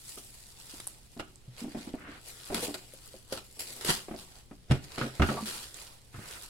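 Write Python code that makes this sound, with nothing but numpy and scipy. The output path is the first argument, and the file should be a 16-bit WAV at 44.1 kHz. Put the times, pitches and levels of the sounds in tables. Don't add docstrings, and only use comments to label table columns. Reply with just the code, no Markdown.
import sys
import numpy as np
from scipy import signal
from scipy.fft import rfft, irfft, next_fast_len
from scipy.io import wavfile
from scipy.ndimage import uniform_filter1d

SR = 44100
rng = np.random.default_rng(int(sys.argv[2]) if len(sys.argv) > 2 else 0)


def transcribe(signal):
    frames = np.atleast_2d(signal).T
    limited = np.clip(frames, -1, 1)
    pcm = np.round(limited * 32767).astype(np.int16)
    wavfile.write(sys.argv[1], SR, pcm)


N = 286209
TIME = np.arange(N) / SR
AGE = np.arange(SR // 2) / SR

# (fastest moment [s], level [dB], rise [s], fall [s], brightness [dB])
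FILM_STROKES = [(0.161, -48, 0.2, 0.13, 3.5), (0.44, -53, 0.13, 0.096, 2), (0.76, -49.5, 0.22, 0.17, 0.5),
                (1.16, -64, 0.17, 0.073, 1.5), (1.61, -48.5, 0.039, 0.03, -2.5),
                (1.808, -54, 0.23, 0.15, -4.5), (2.1, -60, 0.025, .1, -12),
                (2.28, -49.5, 0.04, 0.065, -0.5), (2.6, -49, 0.28, 0.24, -1.5), (3.02, -56, 0.2, 0.27, 0.5),
                (3.35, -46.5, .05, 0.05, -3), (3.68, -49.5, 0.16, 0.3, 1.5), (3.921, -39, 0.078, 0.087, -2),
                (4.19, -49.5, 0.049, .07, -1), (4.35, -58, 0.082, 0.084, -2), (5.02, -51, 0.21, .17, -4.5),
                (5.36, -45.5, 0.21, 0.12, -3.5), (5.54, -45.5, 0.13, 0.18, 0), (5.83, -50, 0.075, 0.13, -1),
                (6.351, -47.5, 0.16, 0.14, -0.5)]
# (peak time [s], level [dB], rise [s], fall [s], tilt [dB/octave])
RUSTLES = [(0.801, -38.5, .0004, 0.0058, -3), (1.197, -35, 0.0022, 0.01, -7.5),
           (2.545, -26.5, .0003, 0.012, -0.5), (2.57, -35, 0.017, 0.034, -6),
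           (2.648, -33, 0.043, 0.024, 1.5), (2.743, -31, 0.00048, 0.0075, -2),
           (3.324, -32, 0.00041, 0.017, -2), (3.373, -39, 0.0071, .023, -4),
           (3.593, -33, .0005, 0.034, 2.5), (3.811, -37.5, 0.0011, 0.027, -1.5),
           (3.848, -30.5, 0.0009, 0.025, 1), (3.901, -22, 0.02, 0.021, -2), (4.714, -30, 0.0071, 0.028, -9),
           (4.982, -32, 0.0034, 0.05, -7.5), (5.457, -34, 0.0011, 0.089, -0.5),
           (5.744, -45.5, .002, 0.019, -.5)]
# (time [s], level [dB], pitch [Hz], pan to the left [dB])
SNAPS = [(0.7705, -44, 7900, -1), (0.8025, -31.5, 8800, 3), (0.87, -21, 10500, 8.5),
         (0.8743, -22.5, 8700, -14.5), (1.3583, -43, 8000, -17), (2.4538, -33.5, 9650, 5),
         (2.7422, -28, 4700, 4), (2.9375, -40.5, 10700, 20), (3.8753, -25, 7770, -15),
         (4.1634, -36.5, 4920, -6), (5.7437, -35.5, 7460, -21)]
# (time [s], pan to the left [dB])
FILM_PATH = [(0, 0.5), (1.6, 0), (2.25, 6.5), (2.6, 5), (3.6, 2.5), (4.6, 2), (5.55, 1.5), (5.8, -3),
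             (6.45, -2)]
# (time [s], level [dB], pitch [Hz], ring t60 [s])
THUMPS = [(1.479, -37.5, 123.4, 0.24), (3.896, -22.5, 141, 0.062), (4.7, -21, 82, 0.2),
          (4.711, -11, 129, 0.14), (5.012, -30.5, 130, 0.37), (5.196, -16, 77.3, 0.2),
          (5.204, -17.5, 134, 0.12), (5.226, -15, 85, 0.08), (5.29, -32, 133.4, .35),
          (6.142, -38, 118, 0.25), (6.18, -32, 110.4, 0.094)]
# (time [s], level [dB], pitch [Hz])
FINGER_TAPS = [(0.737, -41.5, 267), (1.166, -39.5, 240), (1.643, -35, 236), (1.681, -34.5, 289),
               (1.747, -29.5, 233), (1.77, -29.5, 227), (1.873, -33, 244), (1.939, -26.5, 269),
               (2.085, -38, 278), (2.524, -29, 384), (2.628, -30, 490), (2.702, -38.5, 290),
               (2.935, -44, 530), (3.139, -41.5, 525), (3.323, -25.5, 531), (3.848, -34, 425),
               (3.889, -27, 186)]
# (time [s], lid level [dB], lid pitch [Hz], edge level [dB], edge pitch [Hz])
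HARD_HITS = [(0.174, -41, 412, -49, 950), (1.196, -33, 293, -36, 2320), (2.5, -32, 233, -54, 1020),
             (2.545, -30, 216, -35, 1950), (2.681, -30, 286, -58, 1000), (2.742, -37.5, 496, -41, 1800),
             (4.083, -33.5, 410, -54, 950), (4.111, -31, 218, -46.5, 945), (4.139, -33.5, 348, -56, 1000),
             (4.511, -39, 202, -56, 950), (4.711, -20.5, 240, -27.5, 2850), (4.979, -37, 244, -35, 1210),
             (5.012, -29.5, 233, -26.5, 1380), (5.197, -22, 314, -30.5, 940),
             (5.2205, -22, 267, -17.5, 1670), (5.288, -24.5, 211, -26.5, 1280),
             (5.315, -27.5, 526, -48, 1150), (5.372, -32.5, 720, -43, 1130), (6.142, -45, 292, -45, 1300),
             (6.188, -43, 186, -48, 1000)]
# (start [s], end [s], level [dB], hardness [dB/octave])
DRAGS = [(1.612, 1.686, -41, -27), (1.745, 1.823, -51, -15), (2.497, 2.717, -47.5, 1.5),
         (3.559, 3.804, -59, 0.5), (4.991, 5.086, -38, -6), (5.283, 5.38, -39.5, 0),
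         (5.363, 5.415, -40, 16), (5.401, 5.437, -37, -30)]
# (start [s], firmest moment [s], end [s], level [dB])
RUBS = [(1.965, 2.08, 2.205, -49.5), (6.122, 6.38, 6.4, -51)]

# (pitch [Hz], level [dB], ring t60 [s])
LID_MODES = [(182, -10, 0.32), (225.3, -3.5, 0.19), (293.5, 0, 0.12), (353.4, -6, 0.19),
             (380.5, -0.5, 0.15), (506.7, -9, 0.11), (634, -2.5, 0.1), (708, 0.5, 0.039), (836, -11, 0.21),
             (1150, -11, 0.048)]
EDGE_MODES = [(945, -9, .06), (1150, -6, .06), (1243, -3, .08), (1302, 0, .08), (1455, -1, .09),
              (1620, -6, .07), (1850, -6, .06), (2094, -7, .05), (2530, -8, .04), (2800, -8, .04),
              (3200, -11, .035), (4300, -12, .03)]
# (pitch [Hz], bandwidth [Hz], level [dB])
SHELL_MODES = [(218.7, 26.4, -0.5), (310, 164, -5.5), (403, 46, 0), (508, 46, -5), (724, 76, -8),
               (936, 110, -15), (1157, 24, -9.5), (1540, 68, -43)]

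# (frequency [Hz], level [dB])
FILM_EQ = [(150, -13.5), (450, -0.5), (800, 2.5), (1400, -2), (2500, -2), (4500, 1.5), (6200, -4),
           (8100, 0), (9200, -2), (10700, -1.5), (12500, -8), (15800, -13.5)]
RUSTLE_EQ = [(100, -6.5), (400, 1), (1000, -1), (2000, -1.5), (4400, 2), (6300, -4.5), (8000, 0),
             (9300, -1), (11000, -1), (13000, -9), (15800, -15)]
SKIN_EQ = [(200, 5), (600, 2), (900, -3), (1300, 8.5), (1900, 5), (2600, 0), (3500, -9), (8000, -35)]
CARD_EQ = [(60, 0), (200, -7), (350, -9), (700, -0.5), (1150, -14), (2500, -17), (8000, -71)]
CRACK_EQ = [(300, -14), (900, 6), (1400, 4.5), (2800, -0.5), (5000, -12), (6500, -16), (15000, -32)]
AIR_EQ = [(20, 0), (50, -0.5), (120, -9), (200, -13.5), (500, -19.5), (1000, -30.5), (4000, -29),
          (8000, -37), (15000, -50)]
# (frequency [Hz], t60 [s])
ROOM_T60 = [(100, 0.52), (300, 0.41), (1000, 0.29), (4000, 0.33), (14000, 0.18)]
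# (frequency [Hz], correlation [ratio])
EAR_LIKENESS = [(30, 0.61), (100, 0.5), (300, 0.69), (600, 0.4), (1200, 0), (3000, 0.2), (14000, 0.046)]


def sliding_film(level_db=1, flutter_db=1.28, top_db=2.0):
    stroke_db, bright_db = film_strokes()
    friction = rms_one(slips(per_s=8000, spread_db=0, size=N))
    hiss = rms_one(colour(friction + .5 * crinkles(), FILM_EQ))
    top = treble(hiss)
    body = signal.sosfiltfilt(signal.butter(2, 2300, fs=SR, output="sos"), hiss)
    presence = hiss - body - top
    shaped = body * from_db(-np.clip(bright_db, -4, 6)) + presence + top * from_db(bright_db + top_db)
    makeup = 1 / np.sqrt(.5 + .5 * from_db(bright_db) ** 2)
    return shaped * makeup * from_db(stroke_db + level_db + flutter_db * drift(60))


def film_strokes(resting_db=-67, shape=1.52, waver_db=1.23):
    power, bright = from_db(resting_db) ** 2, 0
    for s, db, rise, fall, bright_db in FILM_STROKES:
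        away = np.maximum((s - TIME) / rise, (TIME - s) / fall)
        stroke = (from_db(db) * np.exp(-away ** shape)) ** 2
        power += stroke
        bright += stroke * bright_db
    return 10 * np.log10(power) + waver_db * drift(18), bright / power


def crinkles(per_s=100, clump_db=5):
    out = 0
    for hz in np.geomspace(2500, 12000, num=6):
        clicks = slips(per_s * from_db(clump_db * drift(20)), spread_db=5, size=N)
        out += bandpass(clicks, hz / np.sqrt(2), hz * np.sqrt(2), order=1)
    return rms_one(out)


def rustles(level_db=-0.5, judder_db=2, lead_s=.1):
    out = np.zeros((2, N))
    from_peak = AGE - lead_s
    for s, db, rise, fall, tilt_db in RUSTLES:
        swell = np.exp(np.minimum(from_peak / rise, -from_peak / fall))
        rush = rms_one(colour(slips(per_s=5000, spread_db=1, size=len(AGE)), RUSTLE_EQ, tilt_db))
        add(out, s - lead_s, from_db(db + level_db) * swell * rush)
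    return out * from_db(judder_db * drift(250))


def snaps(level_db=-8, rustle_db=-11):
    out = np.zeros((2, N))
    for s, db, hz, pan_db in SNAPS:
        tick = peak_one(ring(hz, t60=0.0021) * attack(0.00011))
        rustle = from_db(rustle_db) * burst(FILM_EQ, t60=0.0036)
        add(out, s, from_db(db + level_db) * pan(pan_db) * (tick + rustle))
    return out


def follow_film(film, body_pan_db=-1.5, top_pan_db=0.5):
    top = treble(film)
    path_db = np.interp(TIME, *np.transpose(FILM_PATH))
    return (film - top) * pan(body_pan_db) + top * pan(path_db + top_pan_db)


def lid_reflection(film, delay_s=0.000603, sway=0.396, echo=0.47):
    lags = delay_s * SR * np.exp(sway * np.array([drift(8.1), drift(9)]))
    samples = np.arange(N)
    bounce = np.array([np.interp(samples - lag, samples, side) for lag, side in zip(lags, film)])
    return (film + echo * bounce) / np.sqrt(1 + echo ** 2)


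def thumps(thud_db=-11):
    out = np.zeros((2, N))
    for s, db, hz, t60 in THUMPS:
        boom = ring(hz, t60) * attack(0.0021)
        thud = burst([(25, 14), (80, 8), (250, 5), (600, -6), (2000, -77)], t60=0.16)
        add(out, s, from_db(db) * (from_db(thud_db) * thud - boom))
    return out * pan(-0.76)


def knocks(level_db=-1.5, dull_db=-4, tap_modes_db=-8, hit_modes_db=1.5):
    out = np.zeros((2, N))
    for rows, modes_db in (FINGER_TAPS, tap_modes_db), (HARD_HITS, hit_modes_db):
        for s, db, hz, *_ in rows:
            modes = struck(LID_MODES, hz, focus_db=7.5, vary_db=1.5, detune=0.031)
            dull = from_db(dull_db) * burst(CARD_EQ, t60=0.12)
            knock = ring(hz, t60=0.071) + from_db(modes_db) * (modes + dull)
            add(out, s, from_db(db + level_db) * peak_one(knock * attack(0.00077)))
    return out


def clacks(level_db=-4, rebound_s=.007, rebound_loss_db=11):
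    out = np.zeros((2, N))
    for s, _, _, db, hz in HARD_HITS:
        for late_s, loss_db in (0, 0), (rebound_s, rebound_loss_db):
            edge = struck(EDGE_MODES, hz, focus_db=12, vary_db=2, detune=.01)
            crack = burst(CRACK_EQ, t60=0.081)
            add(out, s + late_s, from_db(db + level_db - loss_db) * (edge + crack))
    return out * pan(-1.7)


def drags(fade_s=0.0087):
    out = np.zeros((2, N))
    lowest_hz = SHELL_MODES[0][0]
    for start, end, db, hardness in DRAGS:
        stroke = np.clip(np.minimum(AGE, end - start - AGE) / fade_s, 0, 1)
        force = stroke * slips(per_s=500, spread_db=3, size=len(AGE))[0] + 1e-18
        shell = 0
        for k, (hz, width, mode_db) in enumerate(SHELL_MODES):
            radius = np.exp(-np.pi * width / SR)
            poles = [1, -2 * radius * np.cos(2 * np.pi * hz / SR), radius ** 2]
            gain = (-1) ** k * from_db(mode_db + hardness * np.log2(hz / lowest_hz))
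            shell += gain * signal.lfilter([1 - radius, 0, radius - 1], poles, force)
        makeup = np.sqrt(stroke.sum() / (np.sum(shell ** 2) + 1e-20))
        add(out, start, from_db(db) * makeup * shell)
    return out


def rubs(judder_db=1.5, fade_s=0.024, light_db=-5):
    pressure = 0
    for start, firmest, end, db in RUBS:
        press_db = np.interp(TIME, [start, firmest, end], [light_db, 0, light_db])
        fade = np.clip(np.minimum(TIME - start, end - TIME) / fade_s, 0, 1)
        pressure += from_db(db + press_db) * fade
    judder = from_db(judder_db * drift(90))
    rasp = rms_one(colour(slips(per_s=1900, spread_db=0.5, size=N), SKIN_EQ))
    return pressure * judder * rasp


def room(x, wet_db, early_db, early_t60):
    noise = stereo_noise(len(AGE))
    edges = np.geomspace(50, 18000, num=9)
    tail = sum(bandpass(noise, low, high, order=2) * decay(at_hz(ROOM_T60, np.sqrt(low * high)))
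               for low, high in zip(edges, edges[1:]))
    early = stereo_noise(len(AGE)) * decay(early_t60) * (AGE > .001)
    response = from_db(wet_db) * rms_one(tail * (AGE > .008)) + from_db(early_db) * rms_one(early)
    return x + signal.fftconvolve(x, response / np.sqrt(len(AGE)), axes=1)[:, :N]


def room_tone(air_db=-58, hum_db=-63.5, hum_hz=121.8):
    air = from_db(air_db) * rms_one(colour(stereo_noise(N), AIR_EQ))
    return air + from_db(hum_db) * np.sin(2 * np.pi * hum_hz * TIME)


def slips(per_s, spread_db, size):
    born = rng.random(size) < per_s / SR
    signs = rng.choice([-1, 1], size)
    left = born * signs * from_db(spread_db * np.minimum(rng.exponential(1, size), 4))
    lag = np.rint(rng.normal(5, 9, size)).astype(int)
    right = np.bincount(np.clip(np.arange(size) + lag, 0, size - 1), left, size)
    return np.array([left, right])


def struck(modes, main_hz, focus_db, vary_db, detune):
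    hz, db, t60 = np.transpose(modes)[:, :, None]
    strength, shift, sign = rng.standard_normal((3, len(modes), 1))
    octaves_away = np.abs(np.log2(hz / main_hz))
    gain = from_db(db + vary_db * strength - focus_db * octaves_away) * np.sign(sign)
    return peak_one(np.sum(gain * ring(hz * (1 + detune * shift), t60), axis=0))


def burst(eq, t60):
    return peak_one(colour(stereo_noise(len(AGE)) * decay(t60), eq))


def ring(hz, t60):
    return np.sin(2 * np.pi * hz * AGE) * decay(t60)


def attack(rise_s):
    return 1 - np.exp(-AGE / rise_s)


def decay(t60):
    return from_db(-60 * AGE / t60)


def stereo_noise(size):
    mid, side = rfft(rng.standard_normal((2, size)))
    alike = at_hz(EAR_LIKENESS, np.arange(len(mid)) * SR / size)
    return irfft(np.sqrt(1 + alike) * mid + np.sqrt(1 - alike) * side * [[1], [-1]], size)


def drift(per_s):
    knots = rng.standard_normal(4000)
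    return rms_one(np.interp(TIME * per_s, np.arange(len(knots)), knots))


def colour(x, eq, tilt_db=0):
    n = 2 * next_fast_len(x.shape[-1] // 2 + 2048)
    hz = np.arange(n // 2 + 1) * SR / n
    gain = from_db(at_hz(eq, hz) + tilt_db * np.log2(1 + hz / 1500))
    cepstrum = irfft(np.log(gain))
    cepstrum[1:n // 2] *= 2
    cepstrum[n // 2 + 1:] = 0
    return irfft(rfft(x, n) * np.exp(rfft(cepstrum)))[..., :x.shape[-1]]


def treble(x):
    return signal.sosfiltfilt(signal.butter(3, 6200, "high", fs=SR, output="sos"), x)


def bandpass(x, low_hz, high_hz, order):
    return signal.sosfilt(signal.butter(order, [low_hz, high_hz], "band", fs=SR, output="sos"), x)


def at_hz(curve, hz):
    knots_hz, values = np.transpose(curve)
    return np.interp(np.log(np.maximum(hz, 1)), np.log(knots_hz), values)


def from_db(db):
    return 10 ** (np.asarray(db) / 20)


def rms_one(x):
    return x / np.sqrt(np.mean(x ** 2) + 1e-20)


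def peak_one(x):
    return x / np.sqrt(uniform_filter1d(x ** 2, size=88).max() + 1e-20)


def pan(db):
    return from_db(np.array([[.5], [-.5]]) * db)


def add(out, s, sound):
    i = max(round(s * SR), 0)
    out[..., i:i + sound.shape[-1]] += sound[..., :N - i]


def scene():
    moving_film = lid_reflection(follow_film(sliding_film() + rustles()))
    film = room(moving_film, wet_db=-16, early_db=-13.5, early_t60=.03)
    touches = room(snaps() + rubs(), wet_db=-8, early_db=-9.5, early_t60=0.047)
    box = room(knocks() + drags(), wet_db=-14, early_db=-15.5, early_t60=0.041)
    edges = room(clacks(), wet_db=-7, early_db=-11, early_t60=0.048)
    table = room(thumps(), wet_db=-23, early_db=-29, early_t60=0.068)
    return film + touches + box + edges + table + room_tone()


def record(dry):
    return signal.sosfilt(signal.ellip(10, .3, 80, 15900, fs=SR, output="sos"), dry)


dry = scene()
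out = record(dry)
transcribe(out)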